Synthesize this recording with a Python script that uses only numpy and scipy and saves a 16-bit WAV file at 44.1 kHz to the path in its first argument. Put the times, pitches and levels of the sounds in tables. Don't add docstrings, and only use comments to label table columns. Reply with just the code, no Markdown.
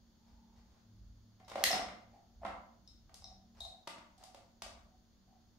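import sys
import numpy as np
from scipy import signal
from scipy.fft import rfft, irfft
from scipy.io import wavfile
from scipy.ndimage import uniform_filter1d

SR = 44100
rng = np.random.default_rng(int(sys.argv[2]) if len(sys.argv) > 2 else 0)


def dump(signal):
    limited = np.clip(np.atleast_2d(signal).T, -1, 1)
    pcm = np.round(limited * 32767).astype(np.int16)
    wavfile.write(sys.argv[1], SR, pcm)


N = 246078
TIME = np.arange(N) / SR
FREQ = np.fft.rfftfreq(N, 1 / SR)


def amp(db):
    return 10 ** (np.asarray(db) / 20)


def unit(x):
    return x / np.sqrt(np.mean(x ** 2) + 1e-20)


def read(points, hz):
    f, value = np.transpose(points)
    return np.interp(np.log(hz + 1), np.log(f + 1), value)


def peak(hz, centre_hz, width_hz):
    return 1 / (1 + (2 * (hz - centre_hz) / width_hz) ** 2)


def add(mix, s, sound):
    part = mix[:, round(s * SR):][:, :sound.shape[-1]]
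    part += sound[..., :part.shape[1]]


def noise(gain, likeness):
    left, other = rfft(rng.standard_normal((2, N)))
    right = likeness * left + np.sqrt(1 - likeness ** 2) * other
    return unit(irfft(np.array([left, right]) * gain, N))


def strokes(rows):
    return sum(amp(db) * np.sin(np.pi * np.clip((TIME - s) / length, 0, 1)) ** 2
               for s, length, db in rows)


# frequency in Hz, relative level in dB.
HISS_COLOUR = [(200, 1.5), (310, -1), (450, -10.5), (580, -8.5), (750, -10.5), (1500, -15), (2500, -22.5),
               (3600, -13.5), (3950, -18), (4400, -11), (5600, -17.5), (6900, -14), (7300, -35),
               (16000, -26)]
# frequency in Hz, left-right likeness from 0 to 1.
HISS_LIKENESS = [(100, 0.55), (300, 0.8), (1000, 0.25), (4000, 0.11), (16000, 0.34)]
# pitch in Hz, width in Hz, level in dB.
ROOM_HUMS = [(105, 5.3, -79), (191, 6.1, -75), (230.6, 6.5, -73)]

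def room_tone(hiss_db=-71.5):
    hiss = amp(hiss_db) * noise(amp(read(HISS_COLOUR, FREQ)), read(HISS_LIKENESS, FREQ))
    hums = sum(amp(db) * noise(peak(FREQ, hz, width), likeness=.91) for hz, width, db in ROOM_HUMS)
    return hiss + hums


# frequency in Hz, relative level in dB.
RUMBLE_SPECTRUM = [(10, -37), (25, -11.5), (48, 6), (70, 4.5), (90, -3.5), (140, -17.5), (220, -31.5),
                   (500, -63.5)]
# start in seconds, length in seconds, level in dB.
WEIGHT_SHIFTS = [(.28, 0.15, -64), (.47, 0.31, -66), (.88, 0.39, -60.5), (1.42, 0.65, -62.5),
                 (2.25, 0.47, -60), (2.6, 1, -66), (3.52, 0.25, -62), (4.48, 0.53, -64.5)]

def rumble(rest_db=-74, waver_db=2.5, waver_s=.11):
    waver = noise(np.exp(-(FREQ * waver_s) ** 2), likeness=.99)[0]
    level = amp(rest_db + waver_db * waver) + strokes(WEIGHT_SHIFTS)
    return level * noise(amp(read(RUMBLE_SPECTRUM, FREQ)), likeness=.94)


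# start in seconds, length in seconds, level in dB.
AIRY_SWELL = [(0, 0.83, -77.5)]

def airy_tone(centre_hz=870, width_hz=140):
    return strokes(AIRY_SWELL) * noise(peak(FREQ, centre_hz, width_hz), likeness=.5)


# start in seconds, length in seconds, relative level in dB.
SCRAPE_STROKES = [(.18, 0.23, -77), (.52, 0.11, -70.5), (.62, 0.24, -75.5), (1.472, 0.056, -54),
                  (1.52, 0.2, -52.5), (1.735, 0.025, -44.5), (3.535, 0.088, -63.5), (4.17, 0.11, -63.5)]
# frequency in Hz, relative level in dB.
SCRAPE_SPECTRUM = [(100, -18.5), (400, -0.5), (850, 6.5), (1400, -5), (2200, -8.5), (3000, -10), (5500, -7),
                   (7500, -20.5), (10000, -26.5), (15000, -27.5)]

def scrapes(scrape_db=-2, slips_db=3):
    grip = unit(uniform_filter1d(rng.standard_normal(N), size=130))
    slips = unit(amp(slips_db * grip))
    friction = noise(amp(read(SCRAPE_SPECTRUM, FREQ)), likeness=.5)
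    return amp(scrape_db) * strokes(SCRAPE_STROKES) * slips * friction


# frequency in Hz, seconds to fall 60 dB.
ROOM_DECAY = [(100, .75), (250, .65), (700, 0.62), (2000, 0.47), (4000, 0.45), (8000, 0.4), (12000, 0.27),
              (16000, .28)]
# frequency in Hz, relative level in dB.
ROOM_COLOUR = [(100, -8), (190, 8.5), (330, 1.5), (700, 3), (2000, 7), (4500, 4), (9000, 4), (14000, 0)]
# frequency in Hz, left-right likeness from 0 to 1.
ROOM_LIKENESS = [(100, 0.67), (300, 0.98), (700, 0.5), (1500, 0), (3000, 0), (16000, 0)]

def room(x, build_s=.0097, first_s=.00033, echo_share=.54, echoes_per_s=400):
    t = np.arange(SR) / SR
    echoes = rng.standard_normal((2, SR)) * (rng.random((2, SR)) < echoes_per_s / SR)
    echoes *= np.exp(-t / .026)
    taps = rng.standard_normal((2, SR)) + echo_share * np.sqrt(SR / echoes_per_s) * echoes
    hz, when, (left, other) = signal.stft(taps, SR, nperseg=256)
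    hz = hz[:, None]
    likeness, t60 = read(ROOM_LIKENESS, hz), read(ROOM_DECAY, hz)
    right = likeness * left + np.sqrt(1 - likeness ** 2) * other
    fade = np.exp(-np.log(1000) * when / t60) / np.sqrt(SR * t60 / (2 * np.log(1000)))
    bands = np.array([left, right]) * fade * amp(read(ROOM_COLOUR, hz))
    build = 1 - np.exp(-np.maximum(t - first_s, 0) / build_s)
    tail = signal.istft(bands, SR, nperseg=256)[1][:, :SR] * build
    return signal.fftconvolve(x, tail, axes=1)[:, :N]


def drone(hz=106, start_s=.8, rise_s=.11, fade_db_per_s=13, drone_db=-58):
    t = TIME - start_s
    level = np.clip(t / rise_s, 0, 1) * amp(drone_db - fade_db_per_s * t)
    return level * np.sin(2 * np.pi * hz * TIME)


# start in seconds, length in seconds, relative level in dB.
MUZZLE_STROKES = [(1.388, 0.056, -63.5), (1.721, 0.078, -43.5), (1.86, 0.09, -71), (2.11, 0.079, -57),
                  (2.405, 0.053, -50.5), (3.089, 0.068, -67.5), (3.232, 0.13, -64), (3.53, 0.095, -75.5),
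                  (3.631, 0.18, -66.5), (4.152, 0.15, -62), (4.89, 0.05, -74.5), (5.268, 0.041, -69),
                  (5.315, 0.037, -65.5)]
# frequency in Hz, relative level in dB.
MUZZLE_SPECTRUM = [(100, -33), (450, -11), (620, 5.5), (760, 11.5), (950, -6.5), (1500, -19), (2200, -17.5),
                   (3000, -27.5), (7000, -34.5), (14000, -41)]

def muzzle_rubs(rub_db=-2, hollow_hz=755, hollow_width_hz=90):
    hollow = 1 + peak(FREQ, hollow_hz, hollow_width_hz)
    friction = noise(amp(read(MUZZLE_SPECTRUM, FREQ)) * hollow, likeness=.96)
    return amp(rub_db) * strokes(MUZZLE_STROKES) * friction


def causal(gain):
    log_gain = np.log(np.maximum(gain, 1e-6))
    circle = np.concatenate([log_gain, log_gain[-2:0:-1]])
    return np.exp(np.conj(signal.hilbert(circle)))[:len(gain)]


# pitch in Hz, width in Hz, relative level in dB.
SHELL_MODES = [(200, 67, 11.5), (568, 54, 6.5), (620, 13, 5.5), (685, 35, 13), (763.5, 16, 8.5),
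               (905, 40, -0.5), (1008, 27, 6), (1150, 60, 7.5), (1280, 70, 5), (2083, 86, 6),
               (2130, 140, 6.5), (3630, 120, -4.5), (4435, 190, -5), (5623, 99, 1)]

def shell(hz, ring, spot_db=2):
    strike_db = spot_db * rng.standard_normal(len(SHELL_MODES))
    peaks = sum(amp(db + extra) ** 2 * peak(hz, centre, width)
                for (centre, width, db), extra in zip(SHELL_MODES, strike_db))
    power = (1 + peaks) ** ring
    return np.sqrt(power / uniform_filter1d(power, size=200))


# start in seconds, contact time in seconds,
# strength in dB, hollow boom in dB, its pitch in Hz, treble of a hard edge in dB.
BLOWS = [(1.398, 0.0049, -26, 2, 750, -7), (1.479, 0.005, -23.5, 11, 800, 9.5),
         (1.497, .002, -30.5, 6, 750, 16), (1.515, .0036, -11, 6, 750, -3),
         (1.554, 0.0039, -6.5, 16, 639, -3), (1.576, .003, -12.5, 9, 650, -9),
         (1.606, 0.0031, -13.5, 18, 630, -16), (1.639, 0.00019, -2, -4, 720, 21),
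         (1.704, .003, -13.5, 23.5, 699, 8), (1.728, .0021, 1, 0.5, 400, 2.5),
         (1.742, 0.00036, -20.5, 6, 720, 21), (1.749, 0.0007, -2, 2.5, 720, -3.5),
         (1.765, 0.00088, -7.5, 11, 564, -13), (1.792, .005, -17, 16, 620, -14),
         (1.884, 0.0021, -8.5, -12, 650, -9.5), (2.431, 0.0034, -19, 15.5, 750, -18),
         (2.449, 0.0017, -5.5, 11, 895, -11.5), (2.461, 0.0028, -13, 5.5, 950, -3.5),
         (2.482, 0.0021, -11.5, -4.5, 600, -13.5), (2.499, .002, -18, 13.5, 900, -19.5),
         (2.876, 0.0013, -46.5, 0.5, 750, 23), (3.094, 0.00068, -31.5, 9.5, 900, -4.5),
         (3.143, 0.00026, -37.5, 14.5, 750, 30.5), (3.149, .0007, -32.5, 5.5, 750, 9),
         (3.2215, .0012, -40, 22, 758, 12), (3.2425, 0.0012, -43.5, 23, 760, 21.5),
         (3.603, 0.0033, -44, 33, 740, 36.5), (3.649, .0016, -35, 26.5, 730, 23),
         (3.8728, 0.001, -11.5, 6.5, 854, 4), (3.876, 0.00034, -15.5, 13.5, 896, 10.5),
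         (3.981, 0.00072, -20, 4, 1100, -4), (4.178, .004, -42, 9, 750, 21.5),
         (4.237, .0008, -32.5, 13.5, 755, 23), (4.346, 0.00076, -25.5, 14.5, 680, 10),
         (4.377, 0.0013, -31, 11, 600, -8.5), (4.621, 0.00039, -13.5, 7, 964, 12.5),
         (4.6245, 0.00029, -23, 7.5, 1150, 15.5), (4.662, .002, -27, 18, 560, -9.5),
         (4.772, .002, -30.5, 10, 1000, -12)]
# frequency in Hz, relative level in dB.
BLOW_COLOUR = [(270, -1.5), (720, 0), (1750, -4.5), (3200, -7.5), (4800, -11), (10500, -24), (15750, -31)]
# frequency in Hz, multiplier of the edge's dB.
EDGE_TREBLE = [(1750, 0), (4800, 0.913), (10500, 1.0689), (15750, 1.03)]

def knocks(snap_s=.0006, chatter_s=.0028, hollow_octaves=.76, low_hz=175, top_hz=13600):
    out, size = np.zeros((2, N)), 8192
    hz, t = np.fft.rfftfreq(size, 1 / SR), np.arange(size) / SR
    band = 1 / np.sqrt((1 + (low_hz / (hz + 1)) ** 8) * (1 + (hz / top_hz) ** 12))
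    ports = np.exp(-2j * np.pi * hz * np.array([[.00004], [0]]))
    apart = np.clip((hz - 400) / 4000, 0, 1)
    taper = np.cos(np.pi / 2 * t / t[-1]) ** 2
    for s, contact_s, strength_db, hollow_db, hollow_hz, edge_db in BLOWS:
        swell = (1 - np.exp(-t / contact_s)) * np.exp(-t / (chatter_s + contact_s / 2))
        scatter = rfft(rng.standard_normal((3, size)) * swell)
        chatter = np.sqrt(1 - apart) * scatter[2] + np.sqrt(apart) * scatter[:2]
        chatter /= np.sqrt(np.mean(abs(chatter) ** 2))
        snap = np.exp(-contact_s / snap_s)
        force = snap + np.sqrt(1 - snap ** 2) * chatter
        force /= np.sqrt(uniform_filter1d(np.mean(abs(force) ** 2, axis=0), size=70))
        boom_db = hollow_db * np.exp(-(np.log2((hz + 1) / hollow_hz) / hollow_octaves) ** 2)
        colour = amp(strength_db + read(BLOW_COLOUR, hz) + boom_db + edge_db * read(EDGE_TREBLE, hz))
        ring = np.clip(.25 + contact_s / .0022, 0, 1)
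        response = causal(colour * shell(hz, ring) * band)
        add(out, s, irfft(force * ports * response) * taper)
    return out


def plastic_mode(hz, db, t60, rise_s, rattle_db, rattle_hz):
    t = np.arange(SR // 10) / SR
    fade = amp(db) * np.exp(-np.log(1000) * t / t60) * (1 - np.exp(-t / rise_s))
    spread = np.exp(-(np.fft.fftfreq(len(t), 1 / SR) / rattle_hz) ** 2)
    rattle = np.fft.ifft(spread * np.exp(2j * np.pi * rng.random((2, len(t)))))
    rattle *= amp(rattle_db) / np.sqrt(np.mean(abs(rattle) ** 2))
    tone = np.exp(2j * np.pi * hz * t - 1j * np.array([[.9], [0]]))
    return fade * ((1 + rattle) * tone).imag


# start in seconds, relative level in dB, favoured pitch in Hz.
CONTACTS = [(1.447, -57, 5270), (1.6621, -28, 4503), (1.7146, -22, 5440), (2.876, -45, 5400),
            (3.221, -51, 5350), (3.2421, -36.5, 5410), (3.6052, -38, 3770), (3.649, -42, 3960)]
# pitch in Hz, relative level in dB, seconds to fall 60 dB.
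CYLINDER_MODES = [(3787, -1, .035), (4070, -4.5, .03), (4540, -9.5, .012), (5190, -5.5, 0.014),
                  (5375, 0, .01), (5720, -6.5, 0.012)]

def pings(ping_db=4, fall_db_per_octave=32):
    out = np.zeros((2, N))
    for s, db, favoured_hz in CONTACTS:
        for hz, mode_db, t60 in CYLINDER_MODES:
            away_db = fall_db_per_octave * abs(np.log2(hz / favoured_hz))
            level_db = ping_db + db + mode_db - away_db
            add(out, s, plastic_mode(hz, level_db, t60, rise_s=.001, rattle_db=-10.5, rattle_hz=220))
    return out


# pitch in Hz, relative level in dB, seconds to fall 60 dB.
STIFF_MODES = [(2010, -22.5, 0.014), (3252, -15.5, .008), (4333, -22, 0.014), (6470, -27, 0.0091),
               (8800, -26, 0.0087), (11510, -23, .009), (13200, -23, .012)]

def crack(start_s=1.639, crack_db=-2, right_db=2.5):
    out = np.zeros((2, N))
    for hz, db, t60 in STIFF_MODES:
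        add(out, start_s, plastic_mode(hz, db, t60, rise_s=.0003, rattle_db=0, rattle_hz=.11 * hz))
    return out * amp(crack_db + right_db * np.array([[-.5], [.5]]))


# frequency in Hz, left minus right in dB.
TOY_BALANCE = [(60, -2), (250, -2), (700, -0.3), (2000, 1), (4800, 3), (10000, -3.5), (16000, 1)]

def scene(room_db=-.5):
    toy = knocks() + pings() + crack() + muzzle_rubs() + scrapes()
    in_room = toy + amp(room_db) * room(toy)
    sides = amp(np.array([[.5], [-.5]]) * read(TOY_BALANCE, FREQ))
    balanced = irfft(rfft(in_room) * sides, N)
    return balanced + room_tone() + rumble() + drone() + airy_tone()


def record(dry):
    lowpass = signal.firwin(511, 15750, window=("kaiser", 9), fs=SR)
    return signal.oaconvolve(dry, lowpass[None], "same")


dry = scene()
out = record(dry)
dump(out)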